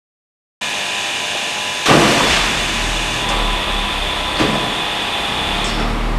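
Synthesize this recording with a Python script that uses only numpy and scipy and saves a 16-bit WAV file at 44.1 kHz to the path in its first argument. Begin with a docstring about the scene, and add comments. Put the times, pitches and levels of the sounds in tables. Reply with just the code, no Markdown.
"""A mains-driven pump buzzes and hisses in an underground wash bay until it clicks off.
A car door slams; the engine cranks, catches with a roar and idles, then sags with a thud as the clutch
bites and picks up again. The pump is noise and a mains comb through housing resonances; the engine is
overtones and throbbing noise locked to its firings. The exhaust booms in a low mode of the concrete
garage, the blows are bursts of panel noise with a garage tail, and the clicks are short bands of noise."""
import sys
import numpy as np
from scipy import signal
from scipy.fft import rfft, irfft
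from scipy.io import wavfile

SR = 44100
rng = np.random.default_rng(int(sys.argv[2]) if len(sys.argv) > 2 else 0)


def digitize_waveform(pressure):
    """Quantize a signal to 16-bit integers and store it at the path in sys.argv[1].

    Rows of a 2-D input are taken as channels; values are limited to [-1, 1].
    """
    field = np.atleast_2d(pressure).T
    bounded = np.clip(field, -1, 1)
    quanta = np.round(bounded * 32767).astype(np.int16)
    wavfile.write(sys.argv[1], SR, quanta)


N = 272538
TIME = np.arange(N) / SR
FREQS = np.maximum(np.arange(N // 2 + 1) * SR / N, 1)

# engine speed: time_s, firing_rate_hz
ENGINE_SPEED = [(2.3, 30.76), (2.45, 44.7), (2.6, 44.94), (2.75, 38.15), (2.95, 41.3), (3.2, 39.48),
                (3.45, 36.29), (3.7, 35.34), (4.0, 34.86), (4.3, 32.58), (4.6, 29.96), (4.95, 28.86),
                (5.3, 29.48), (5.5, 34.53), (5.7, 37.88), (6.18, 38.76)]
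# engine load, heard as the level of the rumble and overtones: time_s, level_db
ENGINE_LOAD = [(2.3, -28), (2.5, -27.5), (3.42, -27.5), (4.0, -30.5), (4.35, -28.5), (4.8, -34.5),
               (5.25, -28.5), (5.8, -23.5), (6.18, -24)]
# exhaust pipe and garage, through which the overtones glide: pitch_hz, level_db (relative to load)
EXHAUST_RESPONSE = [(58, -4.5), (69, -1.5), (74, -14.5), (82, -21), (104, -16), (118, -4), (138, -12.5),
                    (155, -8), (182, -9.5), (205, -16), (228, -2.5), (270, -22), (330, -5.5)]
# spectrum of cranking, roar and intake hiss: pitch_hz, density_db (per Hz, relative)
START_UP_COLOUR = [(24, -31), (40, 2), (62, 1.5), (151, -32), (450, -16), (573, -10), (748, -5), (2170, -2),
                   (3270, -4), (3520, -7), (4070, -8), (8410, -19), (13000, -36)]
# spectrum of the engine rumble: pitch_hz, density_db (per Hz, relative)
ENGINE_RUMBLE_COLOUR = [(25, -22), (45, -1), (90, -4), (160, -7), (300, -3.5), (600, -8), (1250, -7),
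                        (1550, -13.5), (2100, -13.5), (3800, -21.5), (6000, -33.5), (13000, -37.5)]
EXHAUST_DB_PER_ORDER = -0.56
# below this firing rate the engine labours: its firing pulses weaken a lot, its overtones gently
LABOUR_BELOW_HZ, PULSE_LABOUR_DB_PER_HZ, OVERTONE_LABOUR_DB_PER_HZ = 34.9, 5, 1.1
PULSE_DB = -30.5
CRANK_S, CRANK_ATTACK_S, CRANK_DB = 1.95, 0.09, -19.5
CATCH_S, CATCH_ATTACK_S, CATCH_T60_S, CATCH_DB = 2.27, 0.044, 1.0, -12
INTAKE_DB, INTAKE_T60_S, THROTTLE_SHUT_S, THROTTLE_CLOSING_S = -22, 5.5, 3, 0.071
# low mode of the garage: pitch, decay, gain over the direct sound, lag
ROOM_MODE_HZ, ROOM_MODE_T60_S, ROOM_MODE_DB, ROOM_MODE_LAG_S = 38.95, 4.64, 19.4, 0.0036

# blows on door and drivetrain:
# start_s, level_db (at 500 Hz, before body colour), tilt_db_per_octave, shake_t60_s, echo_db (re blow)
BLOWS = [(1.858, -25, 3.5, 0.37, 6.5), (1.885, -9, -0.9, 0.36, -1), (1.91, -5, -5, 0.12, -4.5),
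         (1.982, -31, 6, 0.1, -6), (2.072, -26, 4, 0.19, -0.5), (3.301, -16, 1, .15, -7.5),
         (4.388, -14, 1.5, 0.25, -9.5), (4.401, -14.5, -7.5, 0.16, -5), (4.488, -16.5, -4, 0.079, -6.5),
         (5.783, -20, 0, 0.34, -6)]
# broad spectrum of a body shake: pitch_hz, density_db (per Hz, relative)
BODY_COLOUR = [(40, -26), (100, -16), (125, -8), (160, -9), (200, -2.5), (300, -2), (420, -2.5), (600, -3),
               (900, -2.5), (1200, -3.5), (1450, -7), (2900, -9.5), (6500, -24.5), (13000, -38.5)]
# panel and cabin resonances that the blows excite: pitch_hz, level_db (over the broad shake)
PANEL_RESONANCES = [(155, 7), (246, 1.5), (318, 5), (355, 0), (426, 2.5), (485, 3.5), (565, 6), (687, 7),
                    (1160, 8.5)]
# decay of the garage tail: pitch_hz, t60_s
GARAGE_DECAY = [(60, 0.88), (250, 1.59), (1000, 1.7), (4000, 1.1), (12000, 3)]
BLOW_ATTACK_S, CABIN_T60_S = 0.015, 1.6

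# knocks, valve and switch clicks: start_s, level_db (before chatter), centre_hz, width_octaves, t60_s
CLICK_EVENTS = [(1.349, -19, 540, 0.76, 0.066), (2.204, -13.5, 1060, 0.2, 0.059),
                (3.288, -25, 6160, 0.61, 0.082), (4.368, -15, 4200, 0.24, 0.013),
                (4.398, -16.5, 270, 0.88, 0.32), (4.555, -17.5, 610, 0.57, 0.089),
                (5.643, -28.5, 7040, 0.3, 0.27), (5.645, -32, 5380, .07, 0.9), (5.66, -33, 4530, 0.18, 1)]

# pump spectra with the valve open and shut: pitch_hz, density_db (per Hz, relative)
PUMP_OPEN_COLOUR = [(25, -32), (45, -25), (85, -14), (150, -13), (300, -10.5), (550, -10.5), (1050, -9.5),
                    (1400, -14.5), (2100, -15), (3800, -8), (4200, -12.5), (5500, -15), (8700, -18),
                    (13000, -29)]
PUMP_SHUT_COLOUR = [(100, -28), (300, -6), (550, -7), (800, -4.5), (1150, -4), (1500, -10.5), (1800, -6),
                    (2100, -9.5), (2900, -5.5), (3750, -9), (4150, -14), (5800, -22.5), (9000, -24.5),
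                    (13000, -31)]
# housing resonances, valve open and shut:
# centre_hz, width_hz (nominal), level_db (rms of the resonance alone, added in power to the broad hiss)
HOUSING_OPEN = [(860, 50, -42), (1726, 150, -33.5), (2515, 180, -29.5), (2910, 120, -31.5),
                (3610, 160, -33.5), (6500, 430, -37)]
HOUSING_SHUT = [(1070, 500, -66), (2495, 72, -35.5), (3510, 160, -28.5), (6700, 200, -50.5),
                (8630, 93, -48), (11120, 350, -49.5)]
# strong pump motor tones: pitch_hz, open_db, shut_db, full_pressure_db (rms before wavering)
MOTOR_TONES = [(200.5, -45, -38, -40), (606, -39, -41, -51.5), (700, -41, -39, -34.5),
               (802, -40.5, -38, -35), (850.4, -39.5, -39, -36.5), (1000.7, -37.5, -30.5, -38)]
MAINS_HZ = 50
VALVE_S, PRESSURE_S, PRESSURE_RISE_S = 3.22, 4.8, 0.35   # mid-points of the two changes, rise time
STOP_S, PUMP_T60_S = 5.674, 1.2

# microphone colour: pitch_hz, level_db
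MICROPHONE_COLOUR = [(20, 7), (35, -0.5), (7000, 0.5), (9400, 0.5), (10000, -3.5), (12800, -2)]
MICROPHONE_OPEN_S, CUTOFF_HZ = 0.61, 12700


def engine():
    """Exhaust overtones follow the firing rate and the load; rumble throbs with each firing."""
    firing_hz, = in_time(ENGINE_SPEED)
    load_db, = in_time(ENGINE_LOAD)
    phase = 2 * np.pi * np.cumsum(firing_hz) / SR
    firing = ramp(2.21, 0.23)
    # the first firings are the most uneven
    stumble = np.interp(TIME, [2.65, 2.85], [1.3, 0.08]) * drift(33)
    labour_hz = np.maximum(LABOUR_BELOW_HZ - firing_hz, 0)
    overtones = 0
    for order in (2, 3, 4, 5, 6, 8):
        level_db = load_db + at_hz(EXHAUST_RESPONSE, order * firing_hz)
        level_db = level_db + EXHAUST_DB_PER_ORDER * order - OVERTONE_LABOUR_DB_PER_HZ * labour_hz
        overtones = overtones + np.sqrt(2) * from_db(level_db) * np.sin(order * phase + stumble)
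    rumble = from_db(load_db) * noise(ENGINE_RUMBLE_COLOUR) * (1 + 0.067 * np.cos(phase))
    pulse = firing * from_db(PULSE_DB - PULSE_LABOUR_DB_PER_HZ * labour_hz)
    return firing * (overtones + rumble) + boom(pulse, phase) + start_up(phase) + whine()


def boom(pulse, phase):
    """Firings swing a low garage mode: it swells when they match it and beats when the engine sags."""
    direct = pulse * np.exp(1j * phase)
    decay = from_db(-60 / (ROOM_MODE_T60_S * SR))
    pole = decay * np.exp(2j * np.pi * ROOM_MODE_HZ / SR)
    mode = signal.lfilter([1 - decay], [1, -pole], direct)
    late_mode = np.interp(TIME - ROOM_MODE_LAG_S, TIME, mode.imag)
    return np.sqrt(2) * (direct.imag + from_db(ROOM_MODE_DB) * late_mode)


def start_up(phase):
    """The starter cranks, the engine catches with a roar, and intake hiss sinks until the throttle closes."""
    catch = ramp(CATCH_S, CATCH_ATTACK_S)
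    throttle_closed = ramp(THROTTLE_SHUT_S - THROTTLE_CLOSING_S, THROTTLE_CLOSING_S)
    crank = from_db(CRANK_DB) * ramp(CRANK_S, CRANK_ATTACK_S) * (1 - catch)
    roar = from_db(CATCH_DB) * catch * dying(CATCH_S, CATCH_T60_S)
    intake = from_db(INTAKE_DB) * dying(CATCH_S, INTAKE_T60_S) * (1 - throttle_closed)
    level = np.sqrt(crank ** 2 + roar ** 2 + intake ** 2)
    return level * noise(START_UP_COLOUR) * (1 + 0.14 * np.cos(phase))


def whine(hz=3462, waver=0.00385, db=-35):
    """A narrow, unsteady whine is there from the start, swells as the engine spins up, then recedes to nothing."""
    phase = 2 * np.pi * np.cumsum(hz * (1 + waver * drift(24.5))) / SR
    flutter = 1 + 0.53 * drift(39)
    swell = np.interp(TIME, [1.9, 2.35, 2.7, 3.3, 5.6, 5.85], [1, 3.5, 1.5, 1.5, 0.85, 0])
    return from_db(db) * np.sin(phase) * flutter * swell


def thuds(cabin_hz=59, cabin_db=-26):
    """Each blow shakes the body panels briefly and leaves a garage tail that decays at its own rate per band."""
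    out = np.zeros(N)
    edges = 40 * 2 ** (np.arange(18) / 2)   # half-octave bands
    panels = panel_shake()
    bursts = [(ramp(s, BLOW_ATTACK_S) * dying(s, t60)) ** 2 for s, db, tilt, t60, echo_db in BLOWS]
    for low, high in zip(edges, edges[1:]):
        hz = np.sqrt(low * high)
        direct_energy, echo_feed = np.zeros(N), np.zeros(N)
        for (s, db, tilt, t60, echo_db), burst in zip(BLOWS, bursts):
            strength = from_db(db + tilt * np.log2(hz / 500)) ** 2
            direct_energy += strength * burst
            echo_feed[round(s * SR)] += strength * from_db(echo_db) ** 2
        energy_decay = from_db(-60 / (at_hz(GARAGE_DECAY, hz) * SR)) ** 2
        echo_energy = signal.lfilter([1], [1, -energy_decay], echo_feed)
        band = irfft(panels * ((FREQS >= low) & (FREQS < high)), N)
        out += band * np.sqrt(direct_energy + echo_energy)
    # the slam sets the air in the cabin humming
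    slam_s = BLOWS[1][0]
    cabin = from_db(cabin_db) * dying(slam_s, CABIN_T60_S) * np.sin(2 * np.pi * cabin_hz * TIME)
    return out + cabin


def panel_shake(width_hz=14):
    """Spectrum of a random shake of the body, raised at its resonances."""
    peaks = sum((from_db(db) - 1) / (1 + ((FREQS - hz) / width_hz) ** 2) for hz, db in PANEL_RESONANCES)
    return rfft(shaped(noise(BODY_COLOUR), 1 + peaks))


def clicks(echo_db=-18.0, echo_t60=1.0, chatter_db=1.2):
    """Small parts knock or snap in one band, chatter and leave an echo."""
    out = np.zeros(N)
    for s, db, hz, octaves, t60 in CLICK_EVENTS:
        ring = shaped(rng.standard_normal(N), 1 / (1 + (np.log2(FREQS / hz) / octaves) ** 4))
        out += from_db(db) * ring * (dying(s, t60) + from_db(echo_db) * dying(s, echo_t60))
    return out * from_db(chatter_db * drift(150))


def pump(valve_travel_s=0.11):
    """Hiss and hum change colour when the valve shuts, and die away in the garage after the switch."""
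    flowing = pump_state(PUMP_OPEN_COLOUR, HOUSING_OPEN, hiss_db=-25.5, buzz_db=-4.5, hum_db=-28, scatter_db=3)
    shut = pump_state(PUMP_SHUT_COLOUR, HOUSING_SHUT, hiss_db=-23.5, buzz_db=-10.5, hum_db=-29, scatter_db=1)
    valve = ramp(VALVE_S - valve_travel_s / 2, valve_travel_s)
    pressure = ramp(PRESSURE_S - PRESSURE_RISE_S / 2, PRESSURE_RISE_S)
    hum = 0
    for hz, open_db, shut_db, full_db in MOTOR_TONES:
        level_db = open_db + valve * (shut_db - open_db) + pressure * (full_db - shut_db)
        hum = hum + tone(hz, level_db)
    running = np.where(TIME < STOP_S, 1, dying(STOP_S, PUMP_T60_S))
    return running * (np.sqrt(1 - valve) * flowing + np.sqrt(valve) * shut + hum)


def pump_state(spectrum, resonances, hiss_db, buzz_db, hum_db, scatter_db):
    """Pulsing flow hiss and mains buzz excite the housing, which also rings at multiples of twice the mains."""
    flow = rng.standard_normal(N) * (1 + 0.087 * np.sin(4 * np.pi * MAINS_HZ * TIME))
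    dulled_buzz = irfft(rfft(buzz()) / (1 + (FREQS / 4200) ** 4), N)
    drive = flow + from_db(buzz_db) * dulled_buzz
    power = rms_one(from_db(at_hz(spectrum, FREQS))) ** 2 * from_db(hiss_db) ** 2
    for hz, width, db in resonances:
        peak = rms_one(1 / (1 + ((FREQS - hz) / width * 0.9) ** 2))
        power = power + (from_db(db) * peak) ** 2
    out = np.sqrt(power.mean()) * shaped(drive, np.sqrt(power))
    for hz in 2 * MAINS_HZ * np.arange(16, 36):
        level_db = hum_db + scatter_db * rng.standard_normal()   # relative to the housing response
        out = out + np.sqrt(np.interp(hz, FREQS, power)) * tone(hz, level_db)
    return out


def buzz():
    """Every mains cycle rattles the pump in the same way: a dense comb of harmonics that wavers slightly."""
    size = round(SR / MAINS_HZ)
    rattle = irfft(np.exp(2j * np.pi * rng.random(size // 2 + 1)), size * 4)   # one cycle, four points a sample
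    place = np.arange(N) + 2.0 * drift(1.9)   # in samples
    cycle = np.linspace(0, size, len(rattle), endpoint=False)
    return rms_one(np.interp(place, cycle, rattle, period=size))


def tone(hz, db, waver_db=2.5):
    """A sine of steady pitch whose level wavers."""
    level = np.sqrt(2) * from_db(db + waver_db * drift(4.7))
    return level * np.sin(2 * np.pi * (hz * TIME + rng.random()))


def noise(spectrum):
    """Noise with a given spectrum; rms 1."""
    return shaped(rng.standard_normal(N), from_db(at_hz(spectrum, FREQS)))


def drift(rate_hz):
    """Slow chance with spread 1, its movement limited to about the given rate."""
    return shaped(rng.standard_normal(N), 1 / (1 + (FREQS / rate_hz) ** 4))


def shaped(x, gain):
    """Filter by a gain per frequency; rms 1."""
    return rms_one(irfft(rfft(x) * gain, N))


def dying(start, t60):
    """A unit step that dies away by 60 dB in t60 seconds."""
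    return (TIME >= start) * from_db(-60 * np.clip((TIME - start) / t60, 0, 3))


def ramp(start, length):
    """A straight rise from 0 to 1."""
    return np.clip((TIME - start) / length, 0, 1)


def in_time(rows):
    """The columns of a curve at every sample."""
    s, *columns = np.transpose(rows)
    return [np.interp(TIME, s, c) for c in columns]


def at_hz(points, hz):
    """Read a table on a log-frequency axis."""
    table_hz, values = np.transpose(points)
    return np.interp(np.log(hz), np.log(table_hz), values)


def from_db(db):
    """Decibels to gain."""
    return 10 ** (np.asarray(db) / 20)


def rms_one(x):
    """Scale to rms 1."""
    return x / np.sqrt(np.mean(x ** 2) + 1e-20)


def scene():
    """All sources at one microphone."""
    return (engine() + thuds() + clicks() + pump())[None]


def record(dry):
    """The microphone colours the sound and opens, peaks are rounded, the top is cut."""
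    coloured = irfft(rfft(dry) * from_db(at_hz(MICROPHONE_COLOUR, FREQS)), N)
    live = coloured * ramp(MICROPHONE_OPEN_S, 0.0061)
    rounded = 1.15 * np.tanh(live / 1.15)
    top_cut = signal.ellip(12, 0.1, 80, CUTOFF_HZ, fs=SR, output="sos")
    return signal.sosfilt(top_cut, rounded)


dry = scene()
out = record(dry)
digitize_waveform(out)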